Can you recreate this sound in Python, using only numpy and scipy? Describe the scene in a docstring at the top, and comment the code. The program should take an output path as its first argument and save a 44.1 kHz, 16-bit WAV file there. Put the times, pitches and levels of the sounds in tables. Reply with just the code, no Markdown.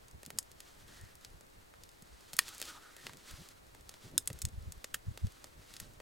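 """Dry twigs, bent and snapped by hand a few steps away in a snowy wood.
Each break is a brief fracture that rings the stick and scatters off nearby trunks;
thin twigs tick, bark flakes, dragged sticks rasp. A jacket swishes as the arms move,
boots scuff and thud in the snow, and faint air hangs over everything."""
import sys
import numpy as np
from scipy import signal
from scipy.fft import rfft, irfft, next_fast_len
from scipy.io import wavfile
from scipy.ndimage import uniform_filter1d, map_coordinates

SR = 44100
rng = np.random.default_rng(int(sys.argv[2]) if len(sys.argv) > 2 else 0)


def wav_out(sig):
    """Save sig, one row per channel (or a flat mono array), as 16-bit PCM at SR to the path in sys.argv[1]."""
    wavfile.write(sys.argv[1], SR, np.round(np.clip(np.atleast_2d(sig).T, -1, 1) * 32767).astype(np.int16))


N = 265261
REST_DB = -72  # nylon rustle between arm strokes


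def amp(db):
    """dB to gain."""
    return 10 ** (np.asarray(db) / 20)


def unit(x):
    """Scale to rms 1."""
    return x / np.sqrt(np.mean(x ** 2) + 1e-20)


def along(points, hz):
    """Interpolate (f/Hz, value) rows on a log axis."""
    f, v = np.transpose(points)
    return np.interp(np.log(hz + 1), np.log(f + 1), v)


def curve(rows):
    """Interpolate (t/s, value) rows per sample."""
    return np.interp(np.arange(N) / SR, *np.transpose(rows))


def wobble(rate_hz):
    """Smooth random curve, knots at rate_hz."""
    knots = rng.standard_normal(int(N * rate_hz / SR) + 4)
    return map_coordinates(knots, [np.arange(N) * rate_hz / SR])


def swells(rows, shape=2, rate_hz=1000):
    """Gain per sample from (t/s, level/dB, half-width/s) rows; lower shape, longer skirts."""
    t = np.arange(int(N * rate_hz / SR) + 2) / rate_hz
    gain = sum(amp(db) * np.exp(-abs((t - s) / half_s) ** shape) for s, db, half_s in rows)
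    return curve(np.transpose([t, gain]))


def filtered(x, response):
    """Apply response(f/Hz) to x."""
    m = next_fast_len(N + SR // 2)
    return irfft(rfft(x, m) * response(np.fft.rfftfreq(m, 1 / SR)), m)[..., :N]


def causal(gain):
    """Minimum-phase pulse with this magnitude spectrum."""
    cepstrum = irfft(np.log(np.maximum(gain, 1e-6)))
    half = len(cepstrum) // 2
    cepstrum[1:half] *= 2
    cepstrum[half + 1:] = 0
    return irfft(np.exp(rfft(cepstrum)))


def whitened(x, bins=45):
    """Flatten a burst's broad colour, keep its fine ripple."""
    z = rfft(x)
    colour = np.sqrt(abs(uniform_filter1d(abs(z) ** 2, bins)) + 1e-12)
    return irfft(z * rfft(causal(1 / colour)))


def resonance(hz, centre_hz, q):
    """Magnitude of one resonance, peak 1."""
    return 1 / np.sqrt(1 + (q * (hz / centre_hz - centre_hz / (hz + 1))) ** 2)


def add(track, s, sound):
    """Mix sound into track from time s."""
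    start = max(0, round(s * SR))
    span = track[start:start + len(sound)]
    span += sound[:len(span)]


def spread(pair, spectrum, correlation=None):
    """Two independent signals to coloured stereo, rms 1."""
    # nearby sounds: f/Hz, L-R correlation
    nearby = [(40, 0.8), (110, 0.99), (200, 0.91), (500, 1), (1300, 0.95), (4000, 1), (14000, 1)]

    def response(hz):
        angle = np.arccos(np.clip(along(correlation or nearby, hz), -1, 1)) / 2
        return amp(along(spectrum, hz)) * [np.cos(angle), np.sin(angle)]

    mid, side = filtered(pair, response)
    return unit(np.array([mid + side, mid - side]))


def rush(spectrum, grain_db):
    """Stereo noise of tiny, uneven contacts."""
    return spread(rng.standard_normal((2, N)) * amp(grain_db * rng.standard_normal(N)), spectrum)


def air(stir_db=-6, lumps_db=4, hush_db=-62.5):
    """Uneven low stir over the wood's steady, diffuse hush."""
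    # stir contour: t/s, level/dB
    contour = [(0, -67), (0.16, -65), (0.5, -66.5), (0.95, -60), (1.5, -63), (1.9, -68.5), (2.9, -67.5),
               (3.36, -64), (3.5, -61.5), (4.2, -61.5), (4.62, -55), (4.87, -60.5), (5.15, -56),
               (5.37, -63.5), (5.8, -58.5), (6.01, -55)]
    # stir and hush spectra: f/Hz, level/dB
    stir_spectrum = [(10, -14), (25, 1), (70, 0.5), (130, -6), (250, -14), (500, -17), (1200, -36)]
    hush_spectrum = [(20, 4.5), (200, -5.5), (600, -2), (1300, -7), (2000, -10.5), (6000, -18.5),
                     (15500, -20.5)]
    # diffuse air: f/Hz, L-R correlation
    diffuse = [(40, 0.56), (200, -0.26), (380, -0.78), (700, -0.78), (1300, -0.8), (2400, -0.37),
               (4400, -0.41), (8000, 0.88), (15000, 1)]
    stir = amp(curve(contour) + stir_db + lumps_db * wobble(19)) * rush(stir_spectrum, grain_db=1.5)
    hush = amp(hush_db) * spread(rng.standard_normal((2, N)), hush_spectrum, diffuse)
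    return stir + hush


def sleeves_db():
    """Level of rubbing nylon: arm strokes over a resting rustle."""
    # arm strokes: t/s, level/dB, half-width/s
    strokes = [(0.69, -70, 0.13), (0.97, -62, 0.095), (1.22, -74.5, 0.05), (1.87, -78, 0.053),
               (2.24, -72.5, 0.19), (2.48, -55.5, 0.12), (2.67, -52, 0.079), (2.82, -75.5, 0.097),
               (3.03, -62, 0.11), (3.31, -59.5, 0.088), (3.4, -63.5, 0.01), (3.45, -61.5, 0.064),
               (3.92, -70.5, 0.15), (4.055, -61, 0.02), (4.38, -70, 0.072), (4.8, -77.5, 0.22),
               (5.33, -68.5, 0.11), (5.75, -60, 0.099)]
    return 20 * np.log10(amp(REST_DB) + swells(strokes, shape=1.35))


def jacket(flutter_db=2.16, coat_rest_db=-75.5, coat_db_per_db=0.68):
    """Sleeves hiss over the coat; its heavier cloth adds a hollow swish."""
    # fabric spectra: f/Hz, level/dB
    nylon_spectrum = [(900, -30), (2000, -6), (3300, 1), (6500, -2), (9000, -5.5), (12000, -8.5),
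                      (15500, -11)]
    cloth_spectrum = [(150, -10.5), (300, 0.5), (700, -8.5), (1050, -5), (1400, -1.5), (1900, -6),
                      (2600, -13), (6000, -46)]
    folds_db = flutter_db * wobble(45)
    coat_db = coat_rest_db + coat_db_per_db * (sleeves_db() - REST_DB)
    nylon = amp(sleeves_db() + folds_db) * rush(nylon_spectrum, grain_db=2.0)
    cloth = amp(coat_db + folds_db) * rush(cloth_spectrum, grain_db=3.5)
    return nylon + cloth


def bark(rate_hz=90, over_sleeves_db=15, scatter_db=3):
    """Bark flakes tick faintly, harder as the arms move."""
    size, polarity = rng.standard_normal((2, N))
    strength = amp(sleeves_db() + over_sleeves_db + scatter_db * np.clip(size, -2, 2))
    flakes = (rng.random(N) < rate_hz / SR) * strength * np.sign(polarity)
    return filtered(flakes, lambda hz: resonance(hz, 9600, q=0.63))


def crack(crack_db, crack_hz, crack_q, ring_db, ring_hz, ring_q, knock_db, t60_s, splinter_db,
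          uneven_db=4, knock_hz=500, knock_q=1.34, low_cut_hz=400, travel_s=0.00073, size=2048):
    """The first fibres fail at once, the rest splinter after; both ring the stick."""
    hz, t = np.fft.rfftfreq(size, 1 / SR), np.arange(size) / SR
    fibres = rng.standard_normal(size) * amp(uneven_db * rng.standard_normal(size) - 60 * t / t60_s)
    fracture = amp(splinter_db) * fibres / np.linalg.norm(fibres)
    fracture[0] += 1  # first failure
    snap = amp(crack_db) * resonance(hz, crack_hz, crack_q)
    ring = amp(ring_db) * resonance(hz, ring_hz, ring_q)
    knock = amp(knock_db) * resonance(hz, knock_hz, knock_q)
    radiation = hz ** 2 / (hz ** 2 + low_cut_hz ** 2)  # a thin stick radiates little bass
    magnitude = np.hypot(np.hypot(snap, ring) * radiation, knock)
    # bending waves run faster at high f; travel_s holds at 1 kHz
    dispersion = np.exp(-4j * np.pi * travel_s * np.sqrt(hz * 1000))
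    pulse = irfft(rfft(causal(magnitude)) * dispersion)
    sound = signal.fftconvolve(whitened(fracture), pulse)
    return sound * np.linalg.norm(pulse) / np.linalg.norm(sound)


def tick(ring_db, ring_hz, crack_db, knock_db):
    """A few fibres give way in a thin twig."""
    return crack(crack_db, crack_hz=9500, crack_q=0.89, ring_db=ring_db, ring_hz=ring_hz, ring_q=1.39,
                 knock_db=knock_db, t60_s=0.013, splinter_db=0.5)


def twigs(ring_q=1.34):
    """Sticks break right through; twigs tick as they bend and touch."""
    # breaks: t/s, crack/dB, crack/Hz, crack Q, ring/dB, ring/Hz, knock/dB, splinter t60/s
    snaps = [(0.3867, 2, 8200, 2.5, -14, 1040, -35, 0.017), (2.3898, 2, 9500, 0.91, 6, 1390, -9, 0.0092),
             (2.3904, 3.5, 9250, 1.8, 5.5, 2520, -18, 0.012),
             (4.1792, 9.5, 8700, 3.1, -13, 3730, -23, 0.0058),
             (4.2749, 1.5, 8850, 3.4, -10.5, 3500, -28, 0.014),
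             (4.4521, -3.5, 7500, 2.3, -13, 4000, -24, 0.0082),
             (4.9439, -6, 10100, 0.74, -9, 1990, -19, 0.027)]
    # light ticks: t/s, ring/dB, ring/Hz, crack/dB, knock/dB
    ticks = [(0.083, -28.5, 6400, -39, -45), (0.112, -30.5, 7040, -42, -50),
             (0.2317, -24, 2520, -24.5, -17.5), (0.2514, -25, 4470, -40, -50),
             (0.2622, -24, 4200, -19, -47), (0.304, -15, 2300, -20, -14.5), (0.376, -34, 4400, -31, -38),
             (0.4278, -27.5, 6800, -38, -50), (0.516, -27, 5540, -30, -43),
             (0.604, -20.5, 3220, -21.5, -36), (1.154, -40, 4900, -29, -50), (1.2482, -17, 4750, -29, -29),
             (1.4095, -28.5, 7100, -45, -23), (1.7384, -23, 1380, -51, -28), (1.8359, -23, 5070, -30, -38),
             (1.891, -28.5, 4500, -34, -35), (2.023, -31, 5800, -29, -31), (2.3327, -14.5, 3870, -16, -16),
             (2.3384, -26, 8000, -21, -28), (2.3672, -13, 9300, -25, -42), (2.3868, -25, 4000, -12, -35),
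             (2.4811, -14.5, 4150, -31, -30), (2.4888, -19, 4000, -20, -41), (2.6008, -22, 4330, -20, -22),
             (2.6158, -10.5, 3300, -10.5, -13.5), (2.6257, -10.5, 3500, -20, -19.5),
             (2.9658, -24, 3180, -25, -24), (3.0674, -8, 2560, -28, -16), (3.0945, -14.5, 1210, -45, -27),
             (3.1337, -23.5, 2600, -30.5, -28), (3.171, -28, 5500, -31, -42), (3.488, -25, 4400, -28, -39),
             (3.7485, -29, 1900, -32.5, -20), (3.8928, -17.5, 5200, -21.5, -20),
             (3.9403, -22.5, 3340, -35, -23), (4.258, -42, 7000, -31, -50), (4.3018, -17.5, 2600, -26, -12),
             (4.3301, -25, 6200, -22.5, -48), (4.389, -39, 4000, -23, -45), (4.4179, -9, 7540, -25, -44),
             (4.4215, -12, 7800, -24, -45), (4.487, -26.5, 6960, -45, -50), (4.7217, -16, 7400, -40, -47),
             (4.8429, -11.5, 2540, -22, -11.5), (4.8443, -13.5, 6300, -29, -27),
             (4.9405, -23, 7500, -32, -47), (5.175, -16, 3130, -24.5, -14), (5.2688, -24, 4600, -32, -23),
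             (5.4426, -19, 5560, -27, -14), (5.7388, -21, 3720, -25.5, -49), (5.766, -16.5, 4340, -48, -42),
             (5.8005, -17.5, 2480, -14, -30), (6.0014, -22.5, 2390, -38, -12.5)]
    track = np.zeros(N)
    for s, db, hz, q, ring_db, ring_hz, knock_db, t60_s in snaps:
        add(track, s, crack(db, hz, q, ring_db, ring_hz, ring_q, knock_db, t60_s, splinter_db=-1))
    for s, *twig in ticks:
        add(track, s, tick(*twig))
    return track


def tips(rate_hz=5, over_sleeves_db=30, scatter_db=2, centre_hz=6500, scatter_oct=0.46):
    """Twig ends brush at random times, harder as the arms move."""
    track, motion_db = np.zeros(N), sleeves_db()
    draws = rng.standard_normal((round(rate_hz * N / SR), 2))
    for (strength, pitch), at in zip(draws, rng.integers(0, N, len(draws))):
        db = motion_db[at] + over_sleeves_db + scatter_db * strength
        hz = centre_hz * 2 ** (scatter_oct * pitch)
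        add(track, at / SR, tick(db, hz, crack_db=db - 3, knock_db=db - 10))
    return track


def scuffs():
    """Sliding soles grind the snow in soft, grainy swells."""
    # slides: t/s, level/dB, half-width/s
    slides = [(0.145, -58, 0.012), (0.278, -54, 0.0086), (0.351, -59, 0.035), (2.027, -58, 0.0073),
              (2.343, -54.5, 0.0074), (3.071, -59.5, 0.029), (3.15, -59, 0.027), (3.406, -54.5, 0.022),
              (4.061, -54.5, 0.024), (4.16, -54, 0.054), (4.309, -46, 0.0076)]
    # grinding snow: f/Hz, level/dB
    snow_spectrum = [(70, -8.5), (140, 0), (220, -7), (380, -11.5), (600, -18.5), (1500, -44)]
    return swells(slides) * rush(snow_spectrum, grain_db=3.5)


def boots(half_width_cycles=0.73, max_lag_s=0.0029, crumble_depth=0.54):
    """Snow yields in short, dull pushes; the right channel leads."""
    # treads: t/s, base level/dB, base f/Hz
    treads = [(0.156, -47, 100), (1.039, -46.5, 110), (1.35, -51.5, 55), (2.133, -53, 70.5),
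              (3.338, -48.5, 85), (4.352, -49, 78), (4.449, -32, 115.5), (4.541, -47, 95), (4.581, -39, 90),
              (4.638, -43.5, 100), (4.684, -40, 93.8), (4.774, -50, 70), (5.088, -33.5, 114.1),
              (5.249, -31, 109.5), (5.823, -49.5, 92)]
    # heel, sole, settling: delay/s, offset/dB, f ratio
    stages = [(-0.016, -7.5, 0.65), (0, 1, 0.83), (0.024, -9, 0.85)]
    track = np.zeros(N)
    t = np.arange(-SR // 10, SR // 10) / SR
    for s, db, hz in treads:
        for delay_s, offset_db, ratio in stages:
            cycles = t * hz * ratio
            window = np.exp(-(cycles / half_width_cycles) ** 2)
            push = window * np.cos(2 * np.pi * (cycles + rng.random()))
            add(track, s + delay_s + t[0], amp(db + offset_db) * push)
    track *= 1 + crumble_depth * wobble(250)
    lead_rad = lambda hz: np.minimum(np.pi * hz * max_lag_s, np.pi / 4)
    return filtered(track, lambda hz: np.exp(1j * lead_rad(hz) * np.array([[-1], [1]])))


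def stick_ends(attack_s=0.00049):
    """Freed ends of a thick stick ring briefly, damped by the hands."""
    # bending modes of the four thickest sticks: t/s, f/Hz, level/dB, t60/s
    modes = [(0.3858, 3100, -35, 0.014), (.3867, 4980, -21.5, 0.0089), (2.3895, 1190, -18, 0.0086),
             (2.3902, 3300, -20, 0.0088), (2.3899, 4350, -11.5, 0.0056), (4.1801, 1550, -30, 0.0065),
             (4.1791, 3670, -17.5, 0.0066), (4.1796, 5130, -24, 0.011), (4.944, 1740, -21.5, 0.0079),
             (4.943, 3110, -19.5, 0.0071)]
    track, t = np.zeros(N), np.arange(SR // 10) / SR
    for s, hz, db, t60_s in modes:
        envelope = amp(db - 60 * t / t60_s) * (1 - np.exp(-t / attack_s))
        add(track, s, envelope * np.sin(2 * np.pi * (hz * t + rng.random())))
    return track


def drag(half_width_hz=280, gain_db=1.0, size=16384):
    """Friction drives one broad resonance of a stick sliding in the bundle; free length sets f."""
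    # rasps: t/s, level/dB, half-width/s, f/Hz
    rasps = [(0.981, -70, 0.12, 1790), (2.521, -65, 0.041, 1290), (2.698, -59, 0.039, 1370),
             (2.767, -60, 0.023, 1130), (2.86, -63.5, 0.058, 1460), (3.031, -69.5, 0.12, 1850),
             (3.32, -72, 0.035, 1560), (3.451, -71, 0.024, 1200)]
    track = np.zeros(N)
    hz, t = np.fft.rfftfreq(size, 1 / SR), (np.arange(size) - size / 2) / SR
    for s, db, half_s, centre_hz in rasps:
        band = 1 / (1 + ((hz - centre_hz) / half_width_hz) ** 2)
        friction = unit(irfft(rfft(rng.standard_normal(size)) * band))
        add(track, s + t[0], amp(db + gain_db) * np.exp(-(t / half_s) ** 2) * friction)
    return track


def trunks(x, near_db=-10.0, near_t60_s=0.03, far_db=-17.5):
    """Body and snow hollow reflect at once; trees scatter a short, faint tail."""
    # decay among the trunks: f/Hz, t60/s
    far_t60 = [(300, 0.054), (2000, 0.12), (6000, 0.11), (14000, 0.091)]
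    t = np.arange(N) / SR
    near = spread(rng.standard_normal((2, N)), spectrum=[(100, 0), (15000, -0.22)],
                  correlation=[(400, 0.18), (1300, 0.8), (4000, 0.86), (12000, 0.61)])
    near *= amp(-60 * t / near_t60_s)
    scatter = spread(rng.standard_normal((2, N)), spectrum=[(100, -17.5), (15000, -9.5)])
    hz, frame_s, bands = signal.stft(scatter[:, :SR // 4], SR, nperseg=128)
    bands *= amp(-60 * frame_s / along(far_t60, hz)[:, None])
    far = signal.istft(bands, SR, nperseg=128)[1]
    tail = amp(far_db) * far / np.linalg.norm(far[0])
    tail += amp(near_db) * near[:, :far.shape[1]] / np.linalg.norm(near[0])
    return signal.fftconvolve(x[None], tail, axes=1)[:, :N]


def scene():
    """Twigs straight ahead; clothing, boots and air around them."""
    wood = twigs() + tips() + stick_ends() + bark() + drag()
    return wood + trunks(wood) + jacket() + boots() + scuffs() + air()


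def record(dry, balance_db=-0.03, top_hz=16000, size=2048):
    """Microphone housing colour, then a steep band limit."""
    # housing response: f/Hz, gain/dB
    response = [(1100, 2.5), (1550, 1), (1850, 2.5), (2550, 0.5), (3350, -0.5), (3800, 0.5), (4350, 1),
                (5300, -0.5), (7200, 0), (8000, 1), (9000, -0.5), (12000, -2), (15500, -3)]
    housing = causal(amp(along(response, np.fft.rfftfreq(size, 1 / SR))))
    heard = signal.fftconvolve(dry, housing[None], axes=1)[:, :N] * amp([[-balance_db], [balance_db]])
    return filtered(heard, lambda hz: 1 / np.sqrt(1 + (hz / top_hz) ** 120))


dry = scene()
out = record(dry)
wav_out(out)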